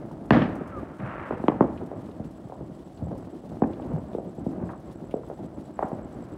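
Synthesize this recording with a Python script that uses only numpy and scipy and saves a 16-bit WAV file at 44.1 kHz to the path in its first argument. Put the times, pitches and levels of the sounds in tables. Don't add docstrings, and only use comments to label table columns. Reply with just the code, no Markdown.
import sys
import numpy as np
from scipy import signal
from scipy.fft import rfft, irfft
from scipy.io import wavfile
from scipy.ndimage import uniform_filter1d, minimum_filter1d

SR = 44100
rng = np.random.default_rng(int(sys.argv[2]) if len(sys.argv) > 2 else 0)


def unload_wav(signal):
    wavfile.write(
        sys.argv[1],
        SR,
        np.round(np.clip(np.atleast_2d(signal).T, -1, 1) * 32767).astype(np.int16),
    )


def boost(x):
    u = np.asarray(x, float) / 20
    return 10 ** u


N = 280917

# (time [s], peak [dB], body [Hz], brightness [dB], slope bounce delay [ms])
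CLOSE_BURSTS = [
    (0.3047, 3.5, 266, 15, .665),
    (1.4804, 0.5, 313, 11.5, 0.29),
    (1.6058, 3.5, 335, 6.5, 0.16),
]
# (time [s], peak [dB], body [Hz], brightness [dB], scatter [dB])
NEAR_BURSTS = [
    (1.306, -11, 422, 6, -3.5),
    (1.437, -13, 263, 6, -8),
    (3.619, -2, 273, 5, -7),
    (4.147, -12.5, 450, 2, -9.5),
    (4.182, -14, 634, 0.5, -2.5),
    (4.463, -11.5, 228, 1, -2),
    (5.138, -9, 557, 1, -6.5),
    (5.789, -9.5, 780, 6.5, -7),
]
# (time [s], peak [dB], body [Hz], scatter [dB])
SNAPS = [(0.11, -28.5, 1120, -4), (1.913, -19.5, 630, 4), (2.496, -25.5, 580, -4), (2.52, -22, 850, 2),
         (3.114, -21.5, 560, 4), (3.522, -32, 800, -3), (3.796, -21.5, 696, -20), (3.915, -22, 586, -3),
         (3.96, -21.5, 700, 5), (5.298, -20, 593, 4), (5.915, -17.5, 685, 3.5)]
# (time [s], peak [dB],
# body [Hz], brightness [dB], scatter [dB])
BROKEN_FRONTS = [(0.317, -3, 163, 5.5, -7.5), (0.331, -3, 232, 7.5, 0), (0.346, -6, 231, 3.5, 1),
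                 (0.363, -6.5, 314, 6.5, 0), (0.389, -15, 157, 12, -1), (0.416, -6.5, 204, 2.5, -4.5),
                 (0.434, -14.5, 300, 5.5, 0.5), (0.99, -25, 161, 8, 8), (1.321, -18.5, 315, 11, -9),
                 (1.495, -10, 283, 9, -6.5), (1.517, -12.5, 270, 8.5, -6), (1.539, -28.5, 288, 10.5, 3),
                 (1.621, -9.5, 297, 9, -6), (1.639, -12, 282, 5, -11), (3.635, -11, 263, 8.5, -8),
                 (5.824, -9, 850, 6, -6.5)]
# (time [s], peak [dB], body [Hz], brightness [dB], scatter [dB])
CRACKS = [
    (0.417, -21.5, 1500, 16, -13),
    (.988, -38, 1500, 10.5, 20.5),
    (1.493, -25, 1900, 6, 6.5),
    (4.689, -26, 1230, 7.5, 9.5),
    (4.731, -29, 1400, 6, 5.5),
    (5.232, -35, 1190, 8, -5),
    (5.827, -23.5, 1500, 6, 7.5),
]
# (time [s], peak [dB], body [Hz])
OPEN_THUDS = [(.12, -30.5, 315), (.607, -18, 315), (.828, -28, 320), (1.397, -20, 203), (1.825, -24, 235),
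              (1.91, -29, 235), (2.088, -27, 383), (2.449, -26, 147), (2.801, -28, 205), (2.861, -30, 173),
              (3.698, -19, 275), (3.849, -35, 283), (5.44, -23, 316), (5.841, -16.5, 230)]
# (time [s], peak [dB], body [Hz])
HOUSE_BOOMS = [(.057, -44, 282), (.767, -20, 318), (1.027, -21.5, 123), (1.684, -17.5, 282),
               (2.196, -17.5, 205), (2.249, -29, 113), (2.694, -24.5, 207), (3.067, -24, 158),
               (3.109, -19.5, 231), (3.514, -24.5, 234), (3.932, -14.5, 130), (4.379, -18.5, 207),
               (4.627, -18, 172), (5.019, -24, 300), (5.577, -19.5, 286), (5.69, -30, 315),
               (5.925, -18.5, 242), (6.148, -30, 665)]
# (time [s], peak [dB], body [Hz])
HIDDEN_ROLLS = [(.202, -32, 250), (.558, -23.5, 303), (.902, -28.5, 362), (1.809, -18.5, 315),
                (2.606, -23, 196), (3.018, -19, 108), (3.326, -26.5, 284), (3.435, -25.5, 223),
                (4.251, -25.5, 254), (4.569, -25, 212), (5.388, -24, 253), (6.319, -29, 216)]
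# (time [s], level [dB])
ROAR_LEVEL = [
    (0.314, -28),
    (0.316, -30),
    (0.346, -29),
    (0.416, -37),
    (0.42, -33),
    (0.48, -45),
    (0.56, -56),
]
# (frequency [Hz], density [dB per Hz])
ROAR_SPECTRUM = [(530, -31), (900, -16), (1210, 1), (1470, -5.5), (1800, -2), (2040, -9), (2970, -15.5),
                 (7710, -48.5), (9000, -51), (11700, -73), (19800, -120)]
# (time [s], frequency [Hz], level [dB])
WHISTLE_TRACK = [
    (.712, 1360, -47),
    (.742, 1315, -44),
    (.76, 1245, -45),
    (.78, 1200, -44),
    (.812, 1155, -49),
]
# (time [s], level [dB], hold [s], fall [dB/s])
SHELL_STARS = [
    (-.04, -55, .01, 122),
    (.3, -44.5, 0.27, 16.5),
    (0.993, -37.5, 0.22, 50.5),
    (1.5, -51, .1, 18),
    (3.2, -67, 0.046, 60),
    (3.66, -52, 0.017, 130),
    (4.75, -63.5, 0.4, 14),
    (5.72, -56, 0.66, 5),
]
# (frequency [Hz], density [dB per Hz])
CRACKLE_SPECTRUM = [(290, -39.5), (500, 1), (757, -2), (1260, -0.5), (1360, -1), (1500, -4.5), (1720, -7.5),
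                    (1870, -10.5), (2780, -21), (5000, -48), (6500, -70.5), (11000, -120)]
# (time [s], chirps [count], period [s], peak [dB])
CRICKET_RUNS = [
    (1.274, 2, .162, -61),
    (1.7475, 5, .1035, -60),
    (2.2588, 5, .0963, -57),
    (2.7478, 4, .098, -54),
    (3.2066, 8, .0975, -56),
    (3.985, 6, .0977, -55),
    (4.6548, 1, .1, -53),
    (4.7585, 10, .0979, -53),
    (5.7385, 7, .0967, -51),
]
# (time [s], peak [dB])
CASING_TICKS = [(0.057, -61), (0.113, -60), (0.2558, -57), (0.3325, -59), (0.5525, -52), (0.674, -55),
                (0.7861, -62), (0.966, -62), (1.4816, -60), (1.605, -60), (1.7524, -62), (1.859, -55.5),
                (2.1151, -62), (2.2453, -58), (2.3087, -58), (2.9033, -85), (3.1773, -54), (3.6717, -61),
                (3.8595, -60), (3.932, -61), (4.3485, -61), (4.513, -58), (4.798, -60), (4.924, -55),
                (5.1085, -56), (5.284, -56.5), (5.462, -75), (5.6082, -60), (5.8823, -56), (6.2846, -64)]
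# (time [s], peak [dB], resonance [Hz], t60 [s])
CASING_KNOCKS = [(1.7755, -45.5, 2460, 0.046), (1.8616, -61, 3000, 0.05), (2.1128, -54, 3300, 0.04),
                 (2.2416, -52, 2580, 0.037), (2.9733, -58, 3440, 0.11), (3.1794, -84, 2700, 0.05),
                 (3.732, -49, 2990, 0.054), (3.821, -54, 2590, 0.075), (3.932, -61, 2730, 0.096),
                 (4.1317, -56, 2870, 0.088), (4.5103, -63, 2760, 0.05), (5.109, -49, 2500, 0.089)]
# (time [s], level [dB])
RUMBLE_LEVEL = [(0, -34.5), (.24, -35), (.5, -27), (.6, -35), (.79, -34.5), (.95, -36), (1.6, -33.5),
                (2.0, -35), (2.5, -39.5), (3.08, -34), (3.3, -38.5), (3.9, -30), (4.24, -38.5),
                (4.62, -31.5), (4.9, -37.5), (5.75, -38.5), (5.97, -36), (6.37, -35.5)]
# (frequency [Hz], density [dB per Hz])
RUMBLE_SPECTRUM = [(13, -86), (22, -82.5), (49, -6.5), (144, -3.5), (202, -2.5), (242, -2.5), (300, -3),
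                   (325, -1), (438, -12.5), (613, -9.5), (2500, -45), (3250, -55), (5500, -120)]
# (frequency [Hz], density [dB per Hz])
HISS_SPECTRUM = [(1060, -41), (1800, -0.5), (2440, -6.5), (2940, -2), (6900, -11), (7860, -8.5),
                 (8460, -9.5), (15200, -21), (16000, -17), (16500, -67.5)]


def rms_one(x):
    return x / np.sqrt(np.mean(x ** 2, axis=-1, keepdims=True) + 1e-20)


def in_time(rows):
    time_s, *columns = np.transpose(rows)
    return [np.interp(np.arange(N) / SR, time_s, column) for column in columns]


def drift(rate_hz):
    pole = np.exp(-2 * np.pi * rate_hz * 40 / SR)
    noise = rng.standard_normal(N // 40 + 2002)
    slow = signal.lfilter([1], [1, -2 * pole, pole ** 2], noise)[2000:]
    return np.interp(np.arange(N) / 40, np.arange(len(slow)), rms_one(slow))


def coloured(x, spectrum):
    hz = np.fft.rfftfreq(N, 1 / SR) + 1
    point_hz, point_db = np.transpose(spectrum)
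    level_db = np.interp(np.log(hz), np.log(point_hz), point_db)
    return rms_one(irfft(rfft(x) * boost(level_db), N))


def bandpass(x, low_hz, high_hz):
    return signal.sosfilt(signal.butter(2, [low_hz, high_hz], "band", fs=SR, output="sos"), x)


def pops(shape, per_s, spread_db):
    size_db = spread_db * np.minimum(rng.exponential(1, shape), 4)
    sizes = boost(size_db) * rng.choice([-1, 1], shape)
    return sizes * (rng.random(shape) < per_s / SR)


def add(out, times_s, sounds):
    for time_s, sound in zip(times_s, sounds):
        at = max(round(time_s * SR), 0)
        out[at:at + len(sound)] += sound[:N - at]
    return out


def all_bursts():
    rows = [(*row[:-1], -12, 0.38) for row in CLOSE_BURSTS]
    rows += [(*row, 0.36) for row in NEAR_BURSTS]
    rows += [(s, db, hz, 4.5, scatter_db, 0.14) for s, db, hz, scatter_db in SNAPS]
    rows += [(*row, 0.37) for row in BROKEN_FRONTS]
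    rows += [(*row, 0.11) for row in CRACKS]
    for far, scatter_db, t60_s in [(OPEN_THUDS, -6, 0.22), (HOUSE_BOOMS, -1, 0.36), (HIDDEN_ROLLS, 8, 0.2)]:
        rows += [(*row, 2, scatter_db, t60_s) for row in far]
    return np.array(rows)


def burst_path(hz, body_hz, bright_db):
    x = 1j * hz / body_hz
    body = x / (1.4 + x + 1.4 * x * x) * x / (0.67 + x)
    air = (1 + 1j * hz / (1104 * boost(bright_db))) ** -10
    ground_lag_s = np.clip(0.3 / body_hz, .0003, .0013)
    ground = 1 + boost(-8.5) * np.exp(-2j * np.pi * hz * ground_lag_s)
    late_bass = np.exp(-2j * np.pi * 1.1 * np.log(1 + hz / 37.9))
    path = body * air * ground * late_bass
    bounce_s = np.array(CLOSE_BURSTS)[:, -1:] / 1000
    treble = 1 / (1 + (1100 / (hz + 1)) ** 4)
    path[:len(CLOSE_BURSTS)] *= 1 + boost(-4) * treble * np.exp(-2j * np.pi * hz * bounce_s)
    return path


def direct_sound(path, t, size):
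    broken_s = .0025
    fronts = rng.standard_normal((len(path), size)) * t / broken_s * np.exp(-t / broken_s)
    clean = len(CLOSE_BURSTS) + len(NEAR_BURSTS) + len(SNAPS)
    fronts[:clean] = 0.065 * fronts[:clean] + (t == 0)
    direct = irfft(rfft(fronts) * path, size)
    return direct / np.abs(direct).max(axis=1, keepdims=True)


def town_scatter(path, t, t60_s, size):
    walls = rms_one(pops((len(path), size), 2500, spread_db=1.0))
    walls *= np.clip(t / 0.0095 - .4, 0, 1) * (t < .6)
    hz = np.fft.rfftfreq(size, 1 / SR)
    dull = rfft(walls * boost(-60 * t / t60_s)) / (1 + 1j * hz / 900)
    bright = rfft(walls * boost(-60 * t / (t60_s * 0.97)))
    path_rms = np.sqrt(np.mean(np.abs(path) ** 2, axis=1, keepdims=True))
    return irfft((dull + bright) * path, size) / path_rms


def bursts():
    size = 2 ** 15
    time_s, peak_db, body_hz, bright_db, scatter_db, t60_s = all_bursts().T[:, :, None]
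    t = np.arange(size) / SR
    path = burst_path(np.fft.rfftfreq(size, 1 / SR), body_hz, bright_db)
    direct = direct_sound(path, t, size)
    scatter = town_scatter(path, t, t60_s, size)
    front_s = np.argmax(np.abs(direct[:, :size // 2]) > .25, axis=1) / SR
    sounds = boost(peak_db - 5.0) * (direct + boost(scatter_db) * 0.19 * scatter)
    out = add(np.zeros(N), time_s[:, 0] - front_s + 0.002427, sounds)
    return signal.sosfilt(signal.butter(2, 53, "high", fs=SR, output="sos"), out)


def roar():
    level_db, = in_time(ROAR_LEVEL)
    t = np.arange(N) / SR
    fade_in = (t - ROAR_LEVEL[0][0]) / 0.01
    fade_out = (ROAR_LEVEL[-1][0] - t) / 0.027
    gate = np.clip(np.minimum(fade_in, fade_out), 0, 1)
    return boost(level_db + 1.0) * gate * coloured(pops(N, 9000, spread_db=3.0), ROAR_SPECTRUM)


def whistle():
    hz, level_db = in_time(WHISTLE_TRACK)
    t = np.arange(N) / SR
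    edge_s = np.minimum(t - WHISTLE_TRACK[0][0], WHISTLE_TRACK[-1][0] - t)
    gate = np.clip(edge_s / 0.023, 0, 1)
    tone = np.sqrt(2) * np.sin(2 * np.pi * np.cumsum(hz) / SR)
    return boost(level_db + 1.7 * drift(34)) * gate * tone


def stars_db():
    time_s, level_db, hold_s, fall_db_per_s = np.array(SHELL_STARS).T[:, :, None]
    rise_s, floor_db = 0.054, -65.5
    clock_s = np.arange(0, N / SR + .002, .002)
    t = clock_s - time_s
    fall_db = fall_db_per_s * np.maximum(t - rise_s - hold_s, 0)
    gain = np.clip(t / rise_s, 0, 1) * boost(level_db - fall_db)
    power = np.sum(gain ** 2, axis=0) + boost(2 * floor_db)
    return in_time(np.c_[clock_s, 10 * np.log10(power)])[0]


def star_crackle():
    level_db = stars_db()
    grain = coloured(pops(N, 3000, spread_db=2.5), CRACKLE_SPECTRUM)
    crackle = boost(level_db - 2.0 + 0.86 * drift(60)) * grain
    sparks_db = -4.5 + 1.9 * (level_db + 35)
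    return crackle + boost(sparks_db) * bandpass(crackle, 1500, 3300)


def cricket():
    chirps = [(s + k * period_s, db) for s, count, period_s, db in CRICKET_RUNS for k in range(round(count))]
    time_s, peak_db = np.transpose(chirps)
    t = np.arange(600) / SR - .006
    stroke = np.exp(-.5 * (t / 0.0022) ** 2) * np.sin(2 * np.pi * (7750 * t - 250 * t * t / 0.011))
    gap_luck, second_luck, chirp_luck = rng.normal(0, 1, (3, len(time_s)))
    peak_db = peak_db + 0.7 * chirp_luck
    first_s = time_s - .003
    second_s = first_s + .0165 + 0.00043 * gap_luck
    out = add(np.zeros(N), first_s, boost(peak_db - 10.5)[:, None] * stroke)
    return add(out, second_s, boost(peak_db - 8.5 + 1.5 * second_luck)[:, None] * stroke)


def casing():
    t = np.arange(6000) / SR
    time_s, peak_db = np.array(CASING_TICKS).T[:, :, None]
    decay = boost(peak_db - 2.0 - 60 * t / 0.074) * np.minimum(t / 0.0013, 1)
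    noise = rng.standard_normal((len(time_s), len(t))) * decay
    out = add(np.zeros(N), time_s[:, 0], bandpass(noise, 4000, 12000))
    for knock_s, knock_db, hz, t60_s in CASING_KNOCKS:
        ring = rms_one(bandpass(rng.standard_normal(len(t)), hz / 1.31, hz * 1.31))
        add(out, [knock_s], [ring * boost(knock_db - 5 - 60 * t / t60_s)])
    return out


def town_rumble():
    level_db, = in_time(RUMBLE_LEVEL)
    far = rms_one(pops(N, 250, spread_db=3.5)) * 0.77 + rng.standard_normal(N)
    return boost(level_db - 4.5 + 1.9 * drift(5.9)) * coloured(far, RUMBLE_SPECTRUM)


def air_hiss():
    level_db = -69.5 + 2.0 * drift(35) + 0.51 * drift(19)
    return boost(level_db) * coloured(rng.standard_normal(N), HISS_SPECTRUM)


def scene():
    fireworks = bursts() + roar() + whistle() + star_crackle()
    close_by = cricket() + casing()
    background = town_rumble() + air_hiss()
    return (fireworks + close_by + background)[None]


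def low_pass(x):
    return signal.sosfilt(signal.butter(12, 16800, fs=SR, output="sos"), x)


def record(dry):
    window = 89
    gain = minimum_filter1d(np.minimum(1, .63 / (np.abs(dry) + 1e-9)), size=window)
    limited = dry * uniform_filter1d(gain, size=window)
    mix = signal.sosfilt(signal.ellip(10, .3, 55, 15800, fs=SR, output="sos"), limited)
    return low_pass(mix)


dry = scene()
out = record(dry)
unload_wav(out)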